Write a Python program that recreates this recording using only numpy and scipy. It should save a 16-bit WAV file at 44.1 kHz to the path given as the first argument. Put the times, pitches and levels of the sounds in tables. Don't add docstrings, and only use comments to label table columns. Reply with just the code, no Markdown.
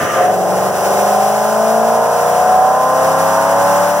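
import sys
import numpy as np
from scipy import signal
from scipy.fft import rfft, irfft, next_fast_len
from scipy.io import wavfile

SR = 44100
rng = np.random.default_rng(int(sys.argv[2]) if len(sys.argv) > 2 else 0)


def transcribe(signal):
    frames = np.atleast_2d(signal).T
    limited = np.clip(frames, -1, 1)
    pcm = np.round(limited * 32767).astype(np.int16)
    wavfile.write(sys.argv[1], SR, pcm)


N = 176400
TIME = np.arange(N) / SR

# (time [s], cycle rate [Hz])
ENGINE_SPEED = [(0, 21.77), (0.12, 21.85), (0.28, 22.78), (0.42, 22.86), (0.87, 24.56), (1.5, 26.94),
                (2.1, 29.24), (3, 32.81), (3.5, 34.84), (4, 36.89)]
# (time [s], note level [dB], rasp level [dB], unevenness [0 = even])
ENGINE_EFFORT = [(0, -0.5, 7.5, 0.9), (.11, 0.5, 5.5, 1.2), (.18, 3.5, 12, 1.04), (.3, 4, 2, 1),
                 (.42, 1.5, 0.5, 0.8), (.66, 4.5, 7, 0.91), (.75, 1, 4.5, 0.83), (.9, 4.5, 4, 0.73),
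                 (1.3, -1, 3.5, 0.27), (2, 0.36, 2, 0.01), (2.55, 1.5, 9.5, 0.28), (2.75, 2, 2, 0.19),
                 (3.1, 3.5, 9, 0.22), (3.7, 5, 8, 0.18), (4, 1.5, 8.5, 0.08)]
FIRING_ORDER = [(0, 0), (1, 3), (0, 3), (1, 0), (1, 2), (0, 2), (1, 1), (0, 1)]
# (order [multiple of the cycle rate], level [dB])
EXHAUST_ORDERS = [(3, -3.9), (4, -14.9), (5, -3.1), (6, -11.1), (7, -9.5), (8, 4.4), (9, -19.6),
                  (10, -12.2), (11, -12.3), (12, -16.9), (13, -12.3), (14, -4.5), (15, -11.3), (16, 7.3),
                  (17, -8.7), (18, -1.4), (19, 2.8), (20, 0.9), (21, -1.9), (22, 9.7), (23, -5.7),
                  (24, 13.1), (25, -0.5), (26, 5.4), (27, 8.1), (28, 3.5), (29, 4.8), (30, 10.0),
                  (31, -0.6), (32, 13.9), (33, 4.9), (34, 9.0), (35, 9.5), (36, 7.2), (37, 2.0), (38, 9.9),
                  (39, 0.9), (40, 8.3)]
# (time [s], order [multiple], half length [s], gain [dB])
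ORDER_FLARES = [(.11, 38, .08, -15), (.12, 34, .09, -15), (.15, 8, .12, -8), (.2, 24, .11, 10),
                (.23, 32, .11, 9), (.36, 33, .22, 7.5), (.44, 17, .19, -13), (.6, 32, .14, -15),
                (.62, 37, .25, 10), (1.09, 26, .14, -16), (1.11, 28, .39, 9.2), (1.22, 27, .6, -16),
                (1.22, 30, .16, 9.7), (1.41, 20, .17, -15), (1.47, 19, .38, -14.7), (1.6, 8, .35, 3.5),
                (2.3, 8, .2, -9), (2.6, 24, .16, 3), (2.88, 32, .18, 3), (3.95, 16, .25, 4),
                (3.01, 22, .6, -10.6), (3.12, 23, .31, 11.2), (3.31, 31, .53, 9.6), (3.38, 18, .5, -16),
                (3.48, 27, .56, 5.8), (3.79, 20, .53, -16)]
# (frequency [Hz], level [dB])
RASP_COLOUR = [(40, 7), (100, 1.5), (400, 3), (750, 11.5), (1035, 16.5), (1300, 27.5), (1700, 25.5),
               (4000, 27)]
# (frequency [Hz], gain [dB])
PIPE_RESONANCES = [(30, -72), (68, -51), (90, -38), (105, -35), (150, -33), (215, -28), (250, -39),
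                   (295, -39), (322, -30), (350, -34), (420, -26), (500, -29), (590, -24), (612, -26),
                   (655, -21), (700, -29), (745, -22), (800, -35), (850, -30), (885, -38), (925, -35),
                   (960, -40), (1035, -30), (1100, -44), (1155, -40.5), (1280, -45), (1500, -48),
                   (1650, -52), (1850, -60), (2200, -75), (2900, -66), (4400, -82), (9000, -110)]
# (frequency [Hz], level [dB])
THUMP_COLOUR = [(30, -55), (75, -11.5), (260, -13), (600, -43)]
# (frequency [Hz], level [dB])
SUCK_COLOUR = [(600, -25), (1300, 16.5), (1900, 15), (2300, 3.5), (3000, 7), (5200, -32), (5900, 7),
               (6400, -2), (16000, -34)]
# (time [s], level [dB])
HISS_LEVEL = [(0.0, -31.5), (0.37, -33.5), (0.69, -29), (0.71, -32), (0.86, -27.5), (2.1, -31.5),
              (2.23, -29.5), (2.72, -33), (3.2, -28.5), (3.51, -30.5), (3.75, -27), (4.0, -31.5)]
# (frequency [Hz], level [dB])
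HISS_MID = [(200, -19), (1500, 15), (2200, -1.5), (2900, 3), (3600, -2), (4400, -9.5), (5200, 4.5),
            (5900, 8), (6800, -2), (7400, 3), (8400, -2), (10400, 3), (11800, -6), (13000, 0.5),
            (14100, -5), (15200, 2.5), (16000, -6)]
# (frequency [Hz], level [dB])
HISS_SIDE = [(200, -0.5), (1500, 2), (2000, 10.5), (3200, -7), (4200, -0.5), (6200, 3), (9700, 1.5),
             (11800, -2.5), (14100, 0), (16000, -6.5)]
# (frequency [Hz], echo over direct sound [dB])
YARD_ECHO = [(50, 7), (125, -7), (250, -10), (600, -12), (1000, -19), (1500, -9.5), (2000, 12), (3000, -10)]
# (frequency [Hz], left over right [dB])
MIC_BALANCE = [(100, 5.5), (500, -0.5), (2000, -0.5), (4000, -0.5), (8000, 1.3), (12000, -1.5)]


def exhaust(jitter_cycles=0.0008, puff_depth=0.18):
    cycle_hz, = curves(ENGINE_SPEED)
    note_db, rasp_db, uneven = curves(ENGINE_EFFORT)
    cycle_angle = 2 * np.pi * (np.cumsum(cycle_hz) / SR + jitter_cycles * uneven * wobble(40))
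    beat = firing_beat(cycle_angle, uneven)
    rasp = noise(RASP_COLOUR) * (1 + puff_depth * np.cos(len(FIRING_ORDER) * cycle_angle))
    gas = amp(note_db) * beat + amp(rasp_db) * rasp
    return filtered(gas, lambda hz: ringing(PIPE_RESONANCES, hz))


def firing_beat(cycle_angle, uneven, bank_lag=0.15, runner_lead=0.06, drift_db=1.6, slip_rad=0.4):
    bank, place = np.transpose(FIRING_ORDER)
    arrival_cycles = (np.arange(len(bank)) + bank_lag * bank - runner_lead * place) / len(bank)
    high_orders_db = 7 + 2 * rng.standard_normal(20)
    levels_db = [db for _, db in EXHAUST_ORDERS] + list(high_orders_db)
    beat = np.zeros(N)
    for order, db in enumerate(levels_db, round(EXHAUST_ORDERS[0][0])):
        flare_db = sum(peak * bell(at, length) for at, k, length, peak in ORDER_FLARES if k == order)
        growl_db = 0.7 * uneven * (-7.4 - db)
        strength = amp(db + growl_db + flare_db + drift_db * wobble(4))
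        flutter = 1 + 0.2 * uneven * wobble(20)
        phase = np.angle(np.exp(-2j * np.pi * order * arrival_cycles).sum())
        beat += strength * flutter * np.cos(order * cycle_angle + phase + slip_rad * wobble(3))
    return beat


def driveline_thump(level_db=-22):
    return amp(level_db) * unit(noise(THUMP_COLOUR)) * bell(at_s=0.033, half_length_s=0.025)


def throttle(open_s=0.28, fade_s=0.082, suck_db=-25, whistle_db=-24.5):
    shut = (1 - np.tanh((TIME - open_s) / fade_s)) / 2
    pitch_hz = 1200 + 3 * wobble(43)
    whistle = unit(np.sin(2 * np.pi * np.cumsum(pitch_hz) / SR) * amp(2 * wobble(33.5)))
    suck = unit(np.array([noise(SUCK_COLOUR), noise(SUCK_COLOUR)])) * amp([[0], [-3]])
    return shut * (amp(suck_db) * suck + amp(whistle_db) * np.array([whistle, np.zeros(N)]))


def fan_and_intake(lead_s=0.00031, direct_share=0.86, gain_db=1.5, flicker_db=0.9):
    level_db, = curves(HISS_LEVEL)
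    direct, diffuse = rng.standard_normal((2, N))
    lead = lambda hz: direct_share * np.sin(2 * np.pi * hz * lead_s)
    side = filtered(direct, lambda hz: 1j * lead(hz))
    side += filtered(diffuse, lambda hz: np.sqrt(1 - lead(hz) ** 2))
    hiss = filtered(np.array([direct, side]), lambda hz: amp([along(HISS_MID, hz), along(HISS_SIDE, hz)]))
    return unit(hiss) * amp(gain_db + level_db + flicker_db * wobble(30.03))


def yard_echo(x, t60_s=0.16):
    t = TIME[:SR // 4]
    tail = rng.standard_normal(len(t)) * amp(-60 * t / t60_s)
    scatter = lambda hz: np.exp(1j * np.angle(rfft(tail, 2 * (len(hz) - 1))))
    return filtered(x, lambda hz: scatter(hz) * amp(along(YARD_ECHO, hz)))


def amp(db):
    return 10 ** (np.asarray(db) / 20)


def unit(x):
    return x / np.sqrt(np.mean(x ** 2) + 1e-20)


def bell(at_s, half_length_s):
    return np.exp(-((TIME - at_s) / half_length_s) ** 2)


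def along(points, hz):
    point_hz, values = np.transpose(points)
    return np.interp(np.log(hz + 1), np.log(point_hz + 1), values)


def curves(rows):
    times, *columns = np.transpose(rows)
    return [np.interp(TIME, times, column) for column in columns]


def wobble(per_s):
    smooth = signal.resample_poly(rng.standard_normal(400), 8, 1)
    return unit(np.interp(TIME * per_s, np.arange(len(smooth)) / 8, smooth))


def filtered(x, response):
    size = 2 * next_fast_len(N * 3 // 5)
    return irfft(rfft(x, size) * response(np.fft.rfftfreq(size, 1 / SR)), size)[..., :N]


def ringing(points, hz):
    cepstrum = irfft(np.log(amp(along(points, hz))))
    half = len(cepstrum) // 2
    causal = np.r_[1, np.full(half - 1, 2), np.zeros(half)]
    return np.exp(rfft(cepstrum * causal))


def noise(colour):
    return filtered(rng.standard_normal(N), lambda hz: amp(along(colour, hz)))


def scene():
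    roar = exhaust() + driveline_thump()
    mid, side = np.array([roar, yard_echo(roar)]) + fan_and_intake() + throttle()
    return np.array([mid + side, mid - side])


def record(dry, top_hz=15800):
    tilted = filtered(dry, lambda hz: amp(along(MIC_BALANCE, hz) * np.array([[0.5], [-0.5]])))
    rounded = tilted / (1 + np.abs(tilted) ** 8) ** (1 / 8)
    return filtered(rounded, lambda hz: hz < top_hz)


dry = scene()
out = record(dry)
transcribe(out)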